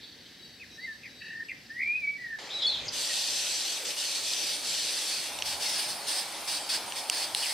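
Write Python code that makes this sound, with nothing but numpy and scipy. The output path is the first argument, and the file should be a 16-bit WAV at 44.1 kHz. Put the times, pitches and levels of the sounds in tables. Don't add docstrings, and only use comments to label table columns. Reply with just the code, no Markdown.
import sys
import numpy as np
from scipy import signal
from scipy.fft import rfft, irfft, next_fast_len
from scipy.io import wavfile
from scipy.ndimage import uniform_filter1d, map_coordinates

SR = 44100
rng = np.random.default_rng(int(sys.argv[2]) if len(sys.argv) > 2 else 0)


def dump(signal):
    limited = np.clip(np.atleast_2d(signal).T, -1, 1)
    pcm = np.round(limited * 32767).astype(np.int16)
    wavfile.write(sys.argv[1], SR, pcm)


N = 332073


def amp(db):
    return 10 ** (np.asarray(db) / 20)


def unit(x):
    return x / np.sqrt(np.mean(x ** 2) + 1e-20)


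def along(points, hz):
    f, v = np.transpose(points)
    return np.interp(np.log(hz + 1), np.log(f + 1), v)


def clock():
    return np.arange(N) / SR


def curve(rows):
    return np.interp(clock(), *np.transpose(rows))


def ramp(start, length):
    return np.clip((clock() - start) / max(length, 1e-4), 0, 1)


def bump(centre, width):
    return np.exp(-((clock() - centre) / width) ** 2)


def wobble(rate, size=N):
    knots = rng.standard_normal(int(size * rate / SR) + 4)
    return map_coordinates(knots, [np.arange(size) * rate / SR])


def filtered(x, response):
    m = next_fast_len(N + SR // 2)
    return irfft(rfft(x, m) * response(np.fft.rfftfreq(m, 1 / SR)), m)[..., :N]


def add(track, s, sound):
    part = track[..., max(round(s * SR), 0):][..., :sound.shape[-1]]
    part += sound[..., :part.shape[-1]]


# (f/Hz, correlation)
WIDE_CORRELATION = [(40, 1), (130, 0.66), (200, 0.15), (400, 0.87), (700, .92), (3200, 0.82), (4500, 0.96),
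                    (5500, 0.43), (7400, 0.56), (8800, 0.62), (10500, 0.01), (11800, 0.14), (14000, -0.59)]
# (f/Hz, level difference/dB)
WIDE_BALANCE = [(400, 0), (3100, 1.5), (3600, 0), (4900, -2), (6100, 6), (7000, -1.5), (7700, 2),
                (8400, -2.5), (9700, -7.5), (10700, 2), (12000, -2.5), (15000, 0.5)]


def spread(pair, spectrum, correlation=WIDE_CORRELATION, balance=WIDE_BALANCE):
    def mid_side_gains(hz):
        angle = np.arccos(np.clip(along(correlation, hz), -.9, 1)) / 2
        return amp(along(spectrum, hz)) * [np.cos(angle), np.sin(angle)]

    def left_right_gains(hz):
        return amp(np.outer([.5, -.5], along(balance, hz)))

    mid, side = filtered(pair, mid_side_gains)
    return unit(filtered(np.array([mid + side, mid - side]), left_right_gains))


def turbulence(patchy_db):
    z = signal.stft(rng.standard_normal((2, N)), nperseg=512)[2]
    field = uniform_filter1d(rng.standard_normal(z.shape[1:]), size=4, axis=0)
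    field = uniform_filter1d(field, size=14, axis=1)
    return unit(signal.istft(z * amp(patchy_db * unit(field)), nperseg=512)[1][:, :N])


def ring(hz, width_hz):
    noise = rng.standard_normal(N)
    return unit(filtered(noise, lambda f: 1 / (1 + ((f - hz) / width_hz) ** 2)))


BREEZE_DB = -73
# (t/s, half-width/s, peak gain/dB)
GUSTS = [(2.8, 0.19, -55.5), (5.48, 0.19, -59), (7.4, .15, -71)]
# (f/Hz, relative level/dB)
RUMBLE = [(15, -23), (35, -8), (65, -1.5), (150, -2.5), (280, -3.5), (500, -29), (1000, -79)]


def breeze():
    wind = amp(BREEZE_DB) + sum(amp(db) * bump(s, width) for s, width, db in GUSTS)
    return wind * amp(3.1 * wobble(11)) * spread(rng.standard_normal((2, N)), RUMBLE)


# (f/Hz, correlation)
NEAR_CORRELATION = [(40, 0.99), (700, 0.86), (1100, 0.78), (1800, 0.93), (3300, 0.7), (4400, 0.89),
                    (5500, 0.49), (7000, .15), (7800, 0.32), (11000, .15), (15000, .7)]
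# (f/Hz, level difference/dB)
NEAR_BALANCE = [(2500, .5), (3900, 0), (5200, 0.5), (5900, 5), (7000, 0)]
# (f/Hz, relative level/dB)
NEAR_AIR = [(15, -52), (25, -29), (75, -8.5), (239, -3.5), (445, -11), (603, -12), (634, -19.5),
            (751, -12.5), (803, -17.5), (1400, -23), (1820, -51), (3080, -120)]


def near_air():
    return amp(-59.0) * spread(turbulence(patchy_db=1.0), NEAR_AIR, NEAR_CORRELATION, NEAR_BALANCE)


# (f/Hz, relative level/dB)
WIDE_AIR = [(15, -49), (30, -34), (60, -22), (133, -13), (200, -9.5), (310, -8), (400, -6.5), (560, -4.5),
            (812, -11.5), (1200, -11.5), (2090, -5.5), (4820, -5), (10300, -26.5), (13800, -27),
            (15800, -44)]


def wide_air():
    return amp(-42.5) * spread(turbulence(patchy_db=2.05), WIDE_AIR)


WAGONS_DB = -54
# (f/Hz, relative level/dB)
ROLLING = [(710, -55), (1200, -35), (1240, -18), (1510, -11.5), (1640, -4), (1770, -4.5), (2200, -6.5),
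           (2470, -8), (3420, -7), (4380, -4.5), (4720, -5), (6320, -12.5), (6810, -18), (14500, -24.5),
           (15800, -34)]
# (f/Hz, level/dB)
WHINE = (7830, -77)


def wagons():
    grain = turbulence(patchy_db=1)
    wheels = amp(WAGONS_DB + .4 * wobble(13.4)) * spread(grain, ROLLING, NEAR_CORRELATION, NEAR_BALANCE)
    whine_hz, whine_db = WHINE
    return wheels + amp(whine_db) * ring(whine_hz, width_hz=20)


WIDE_VIEW_S = 2.385


def background():
    wide = ramp(WIDE_VIEW_S, 0.0023)
    return (1 - wide) * (wagons() + near_air()) + wide * wide_air() + breeze()


def voice(contour, rasp, warble_hz=0, rasp_rate=650, warble_rate=44, edge=0.012, overtone_db=-42,
          flutter_db=2.0, throb_db=2):
    s, pitch, db = np.transpose(contour)
    on = np.arange(max(round(s[0] * SR), 0), min(round(s[-1] * SR), N))
    t = on / SR
    depth = np.broadcast_to(warble_hz, N)[on]
    beat = np.sin(2 * np.pi * warble_rate * t + 0.83 * wobble(36.0, len(t)))
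    phase = 2 * np.pi * np.cumsum(np.interp(t, s, pitch) + depth * beat) / SR
    share = np.clip(rasp, 0, 1)
    breadth = rasp_rate * pitch.mean() / 2500
    scatter = (wobble(breadth, len(t)) + 1j * wobble(breadth, len(t))) / np.sqrt(2)
    fundamental = (np.sqrt(1 - share ** 2) + share * scatter) * np.exp(1j * phase)
    tone = fundamental + amp(overtone_db) * np.exp(2j * phase)
    swell = np.sin(np.pi / 2 * np.clip(np.minimum(t - s[0], s[-1] - t) / edge, 0, 1))
    level = np.interp(t, s, db) + flutter_db * wobble(82.4, len(t)) - throb_db * beat * (depth > 20)
    out = np.zeros(N)
    out[on] = np.sqrt(2) * tone.real * swell * amp(level)
    return out


TRILL_START_S, TRILL_END_S, TRILL_PER_S = 1.06, 2.26, 23.5
TRILL_HZ, TRILL_DB, TRILL_NOTE_S = 4850, -57, 0.02


def trill(jitter_s=.003, scatter_db=1.5):
    times = np.arange(TRILL_START_S, TRILL_END_S, 1 / TRILL_PER_S)
    track = np.zeros(N)
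    for time, (late, loud) in zip(times, rng.standard_normal((len(times), 2))):
        s, db = time + jitter_s * late, TRILL_DB + scatter_db * loud
        track += voice([(s, TRILL_HZ, db), (s + TRILL_NOTE_S, TRILL_HZ, db)], rasp=.55)
    return track


# (first t/s, length/s, f/Hz, relative level/dB, repeats)
SEESAW = [(.025, 0.18, 4510, -50, 4), (.315, .27, 3894, -51.7, 3)]
SEESAW_PERIOD_S = .385


def seesaw():
    track = np.zeros(N)
    for first, length, hz, db, repeats in SEESAW:
        for k in range(round(repeats)):
            s = first + k * SEESAW_PERIOD_S
            contour = [(s, hz + 12, db - 1.5), (s + length / 3, hz, db), (s + length, hz - 8, db - 6.5)]
            track += voice(contour, rasp=0.36, rasp_rate=210, flutter_db=2.1)
    return track


# (t/s, f/Hz, relative level/dB)
CHATTER = [(0, 3760, -46), (.09, 3840, -48), (.15, 3600, -56), (.39, 3640, -56.5)]


def chatter():
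    return voice(CHATTER, rasp=0.92, rasp_rate=850)


# (t/s, length/s, start f/Hz, end f/Hz, relative level/dB)
TWITTER = [(2.54, .062, 3930, 3880, -33.5), (2.532, .07, 5130, 5000, -51.5),
           (2.633, 0.037, 3370, 3440, -28.5), (2.675, .03, 3420, 3600, -32),
           (2.666, 0.022, 4400, 4350, -24.5), (2.689, 0.02, 4260, 4060, -27)]


def twitter():
    return sum(voice([(s, start, db), (s + length, end, db)], rasp=0.2, edge=0.0041, overtone_db=-28.5)
               for s, length, start, end, db in TWITTER)


# (t/s, length/s, start f/Hz, middle f/Hz, end f/Hz, relative level/dB, rasp 0-1)
CHIPS = [(0.596, 0.054, 2620, 2480, 1590, -45, 0.4), (0.708, .07, 5960, 5540, 5650, -56.5, .9),
         (1.029, 0.068, 2660, 2160, 1760, -45, 0.9), (1.483, 0.058, 2665, 2284, 1820, -39, 0.93),
         (2.5, 0.049, 3430, 3800, 3770, -37.5, .85), (2.596, .065, 3700, 3620, 3820, -30, .95),
         (2.615, .04, 4900, 5050, 4950, -37.5, .7), (2.708, .059, 4110, 3760, 3570, -30, 1),
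         (2.752, 0.053, 3390, 3700, 3780, -35, 1), (2.794, 0.062, 3820, 3710, 3620, -43, 1),
         (2.849, .07, 6700, 6250, 5600, -43, .8), (2.88, 0.019, 5100, 4960, 4800, -30, .65),
         (3.095, 0.034, 1940, 1880, 1840, -39.5, .3), (7.417, .048, 3290, 2810, 2390, -33.5, 0.97)]


def chips():
    track = np.zeros(N)
    for s, length, start, middle, end, db, rasp in CHIPS:
        contour = [(s, start, db - 3), (s + length / 2, middle, db), (s + length, end, db - 6)]
        track += voice(contour, rasp, rasp_rate=680, edge=0.0056)
    return track


# (t/s, f/Hz, relative level/dB)
ARCH = [(0.775, 1790, -51), (0.795, 1800, -43), (0.811, 1990, -51), (0.853, 2096, -34), (0.871, 1910, -49),
        (0.883, 1812, -36.5), (0.935, 1730, -46), (0.945, 1740, -50)]
RISE = [(1.69, 1795, -57), (1.706, 1760, -37), (1.738, 1870, -51), (1.768, 1920, -38.5), (1.838, 2340, -31),
        (1.842, 2310, -37), (1.9, 2390, -25.5), (1.942, 2466, -33.5), (1.962, 2510, -28),
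        (1.972, 2510, -41), (1.978, 2544, -32), (2.006, 2410, -49), (2.042, 2290, -30), (2.066, 2268, -40),
        (2.078, 2270, -28.5), (2.106, 2283, -32), (2.116, 2280, -43), (2.18, 2266, -39)]
FALL = [(2.175, 1940, -48), (2.213, 1973, -41.5), (2.343, 1773, -38.5), (2.385, 1705, -49)]
# (t/s, half-width/s, depth/Hz)
QUAVER = (1.82, .038, 230)
# (t/s, length/s, f/Hz, first relative level/dB, last relative level/dB, initial warble depth/Hz, rasp 0-1)
BUZZ = [(1.205, 0.23, 1830, -46.5, -35, 107, .25), (1.2, 0.16, 2690, -50, -53.5, 98, 0.7)]
BUZZ_SETTLES = 0.75


def blackbird():
    at, width, depth_hz = QUAVER
    arch = voice(ARCH, rasp=.04, flutter_db=0.9)
    rise = voice(RISE, rasp=.08, warble_hz=depth_hz * bump(at, width), warble_rate=75,
                 flutter_db=1.8, throb_db=4.0)
    fall = voice(FALL, rasp=.2, warble_hz=26)
    buzz = np.zeros(N)
    for s, length, hz, first_db, last_db, warble, rasp in BUZZ:
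        settling = warble * (1 - BUZZ_SETTLES * ramp(s, length))
        buzz += voice([(s, hz, first_db), (s + length, hz, last_db)], rasp, warble_hz=settling, throb_db=3)
    return amp(-0.1) * (arch + rise + fall) + amp(-1.2) * buzz


# (f/Hz, T60/s)
GARDEN = [(300, 0.19), (2500, 0.5), (10000, 0.29)]


def garden(x, delay=.008):
    hz, t, z = signal.stft(rng.standard_normal((2, SR // 2)), SR, nperseg=256)
    tail = signal.istft(z * amp(-60 * t / along(GARDEN, hz)[:, None]), SR, nperseg=256)[1]
    late = np.pad(x, (int(abs(delay) * SR), 0))
    return signal.fftconvolve(late[None], tail / np.linalg.norm(tail[0]), axes=1)[:, :N]


def birds():
    near = blackbird() + chips() + twitter()
    far = seesaw() + chatter()
    washed = (far + amp(-6) * garden(far)) * amp(2 * wobble(45))
    return near + amp(-10.5) * garden(near) + amp(-4) * washed + trill()


FLAME_DB, SCREEN_DB = -46, -7.5
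EMERGES_S, EMERGE_LENGTH_S = 5.2, 0.11
# (f/Hz, relative level/dB)
FLAME = [(120, -32), (200, -12), (260, -23), (303, -8.5), (352, -14), (429, -15.5), (574, -2.5), (822, 7.5),
         (1160, -2), (1900, -8.5), (2470, -50), (4180, -120)]
# (f/Hz, half-width/Hz, level/dB)
FLUE = [(310, 28, -64), (590, 48, -58.5)]


def burner():
    level_db = FLAME_DB + SCREEN_DB * (1 - ramp(EMERGES_S, EMERGE_LENGTH_S))
    flame = amp(level_db + .4 * wobble(12)) * spread(turbulence(patchy_db=0.5), FLAME)
    flue = sum(amp(db) * ring(hz, width) for hz, width, db in FLUE)
    return ramp(WIDE_VIEW_S, 0.0045) * (flame + flue)


def droplets(rate, scatter_db):
    struck = rng.random((2, N)) < rate / SR
    size = amp(scatter_db * np.clip(rng.standard_normal((2, N)), -2, 2))
    return unit(struck * size * rng.choice([-1, 1], (2, N)))


SPURT_RISE_S, SPURT_FADE_S = 0.0055, 0.027
SLUGGISH = 0.094


def spurt(opens, length):
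    lag = SLUGGISH * length
    closed_for = np.maximum(clock() - opens - length, 0)
    return ramp(opens, SPURT_RISE_S + lag) * np.exp(-2 * closed_for / (SPURT_FADE_S + lag))


# (opening t/s, length/s, relative level/dB)
SPURTS = [(2.917, 0.8, -30.5), (3.847, 0.063, -32), (3.959, 0.23, -31.5), (4.22, 0.32, -31),
          (4.626, 0.5, -31.5), (5.155, 0.11, -35), (5.449, 0.077, -31), (5.596, 0.24, -31),
          (5.88, 0.032, -33.5), (6.067, 0.13, -31), (6.472, 0.092, -31), (6.689, 0.067, -31),
          (6.953, 0.037, -34), (7.114, .13, -32.8), (7.353, 0.16, -32)]
VALVE_OPENS_S = 2.93
# (t/s, relative level/dB)
LEAK = [(2.93, -44), (4.6, -39), (5.35, -42), (6.4, -42), (7.53, -42)]
# (f/Hz, relative level/dB)
STEAM_EARLY = [(760, -30), (1300, -33.5), (1850, -9.5), (2100, -16), (2560, -4.5), (4560, 1), (5390, -2.5),
               (6100, 0), (6850, -10.5), (7520, -3.5), (8800, -9), (9670, -9.5), (10500, -20), (12800, -15),
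               (15800, -69)]
STEAM_LATE = [(760, -35), (1300, -15.5), (1780, -9), (2150, -9), (2700, -7.5), (3000, -6), (4460, -0.5),
              (5060, 0.5), (6780, -12.5), (8990, -4.5), (10700, -12.5), (12400, -18), (13600, -17),
              (14800, -17), (15800, -18.5)]
STEAM_DRY = [(710, -20), (1200, -19), (1400, -5), (1950, -11.5), (2270, 1.5), (2750, -13), (3130, -0.5),
             (4190, -2.5), (4520, 4), (6890, -6.5), (9020, 3), (9940, -1), (10900, -6), (15100, -7),
             (15800, -23)]
# (f/Hz, half-width/Hz, level/dB relative to the jet)
NOZZLE = [(4600, 130, -30), (4960, 110, -17)]
# (delay/s, relative strength)
JET_ECHOES = [(.00114, 0.11), (.00175, 0.031), (.0043, .12), (.0091, 0.4)]


def steam():
    power = sum(amp(db) ** 2 * spurt(opens, length) for opens, length, db in SPURTS)
    flow = np.sqrt(power) * amp(.45 * wobble(18) + .6 * wobble(110))
    jet = turbulence(patchy_db=2.1) + amp(-9.5) * droplets(rate=900, scatter_db=5)
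    turned = ramp(4.46, 1.47)
    hollow = sum(amp(db) * ring(hz, width) for hz, width, db in NOZZLE)
    wet = (1 - turned) * spread(jet, STEAM_EARLY) + turned * (spread(jet, STEAM_LATE) + hollow)
    leak = ramp(VALVE_OPENS_S, 0.011) * amp(curve(LEAK))
    hiss = flow * wet + leak * spread(turbulence(patchy_db=3.5), STEAM_DRY)

    def reflections(hz):
        return sum(gain * np.exp(-2j * np.pi * hz * delay) for delay, gain in JET_ECHOES)

    return amp(-0.7) * (hiss + (0.29 + 0.74 * turned) * filtered(hiss, reflections))


# (t/s, mean peak level/dB, f/Hz, knock level relative to the tone/dB)
SPITS = [(4.335, -17.5, 4640, -5), (5.3879, -21, 3570, 1), (5.4225, -14.5, 3200, -1),
         (6.9224, -21.5, 3140, 1), (7.098, -6.5, 4820, -3.5), (7.348, -10, 4170, -5)]


def spits(life=0.0061, snap_db=-0.5, knock_hz=2900, snap_life=0.0048, reach=2.23):
    out = np.zeros((2, N))
    t = np.arange(SR // 50) / SR
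    for s, db, hz, knock_db in SPITS:
        top_hz = np.clip(hz * reach, 4000, 14000)
        band = signal.butter(3, [2500, top_hz], "bandpass", fs=SR, output="sos")
        snap = unit(signal.sosfilt(band, rng.standard_normal(len(t)))) * amp(snap_db - 60 * t / snap_life)
        knock = amp(knock_db) * np.sin(2 * np.pi * knock_hz * t)
        body = (np.sin(2 * np.pi * hz * t) + knock) * amp(-60 * t / life)
        pop = (snap + body) * (1 - np.exp(-t / 0.00042))
        balance = amp([[-1.1], [1.1]])
        add(out, s + 0.00039, amp(db) * pop / np.abs(pop).max() * balance)
    return out


def scene():
    return background() + birds() + burner() + steam() + spits()


TOP_HZ = 15800


def record(dry):
    return filtered(dry, lambda hz: hz < TOP_HZ)


dry = scene()
out = record(dry)
dump(out)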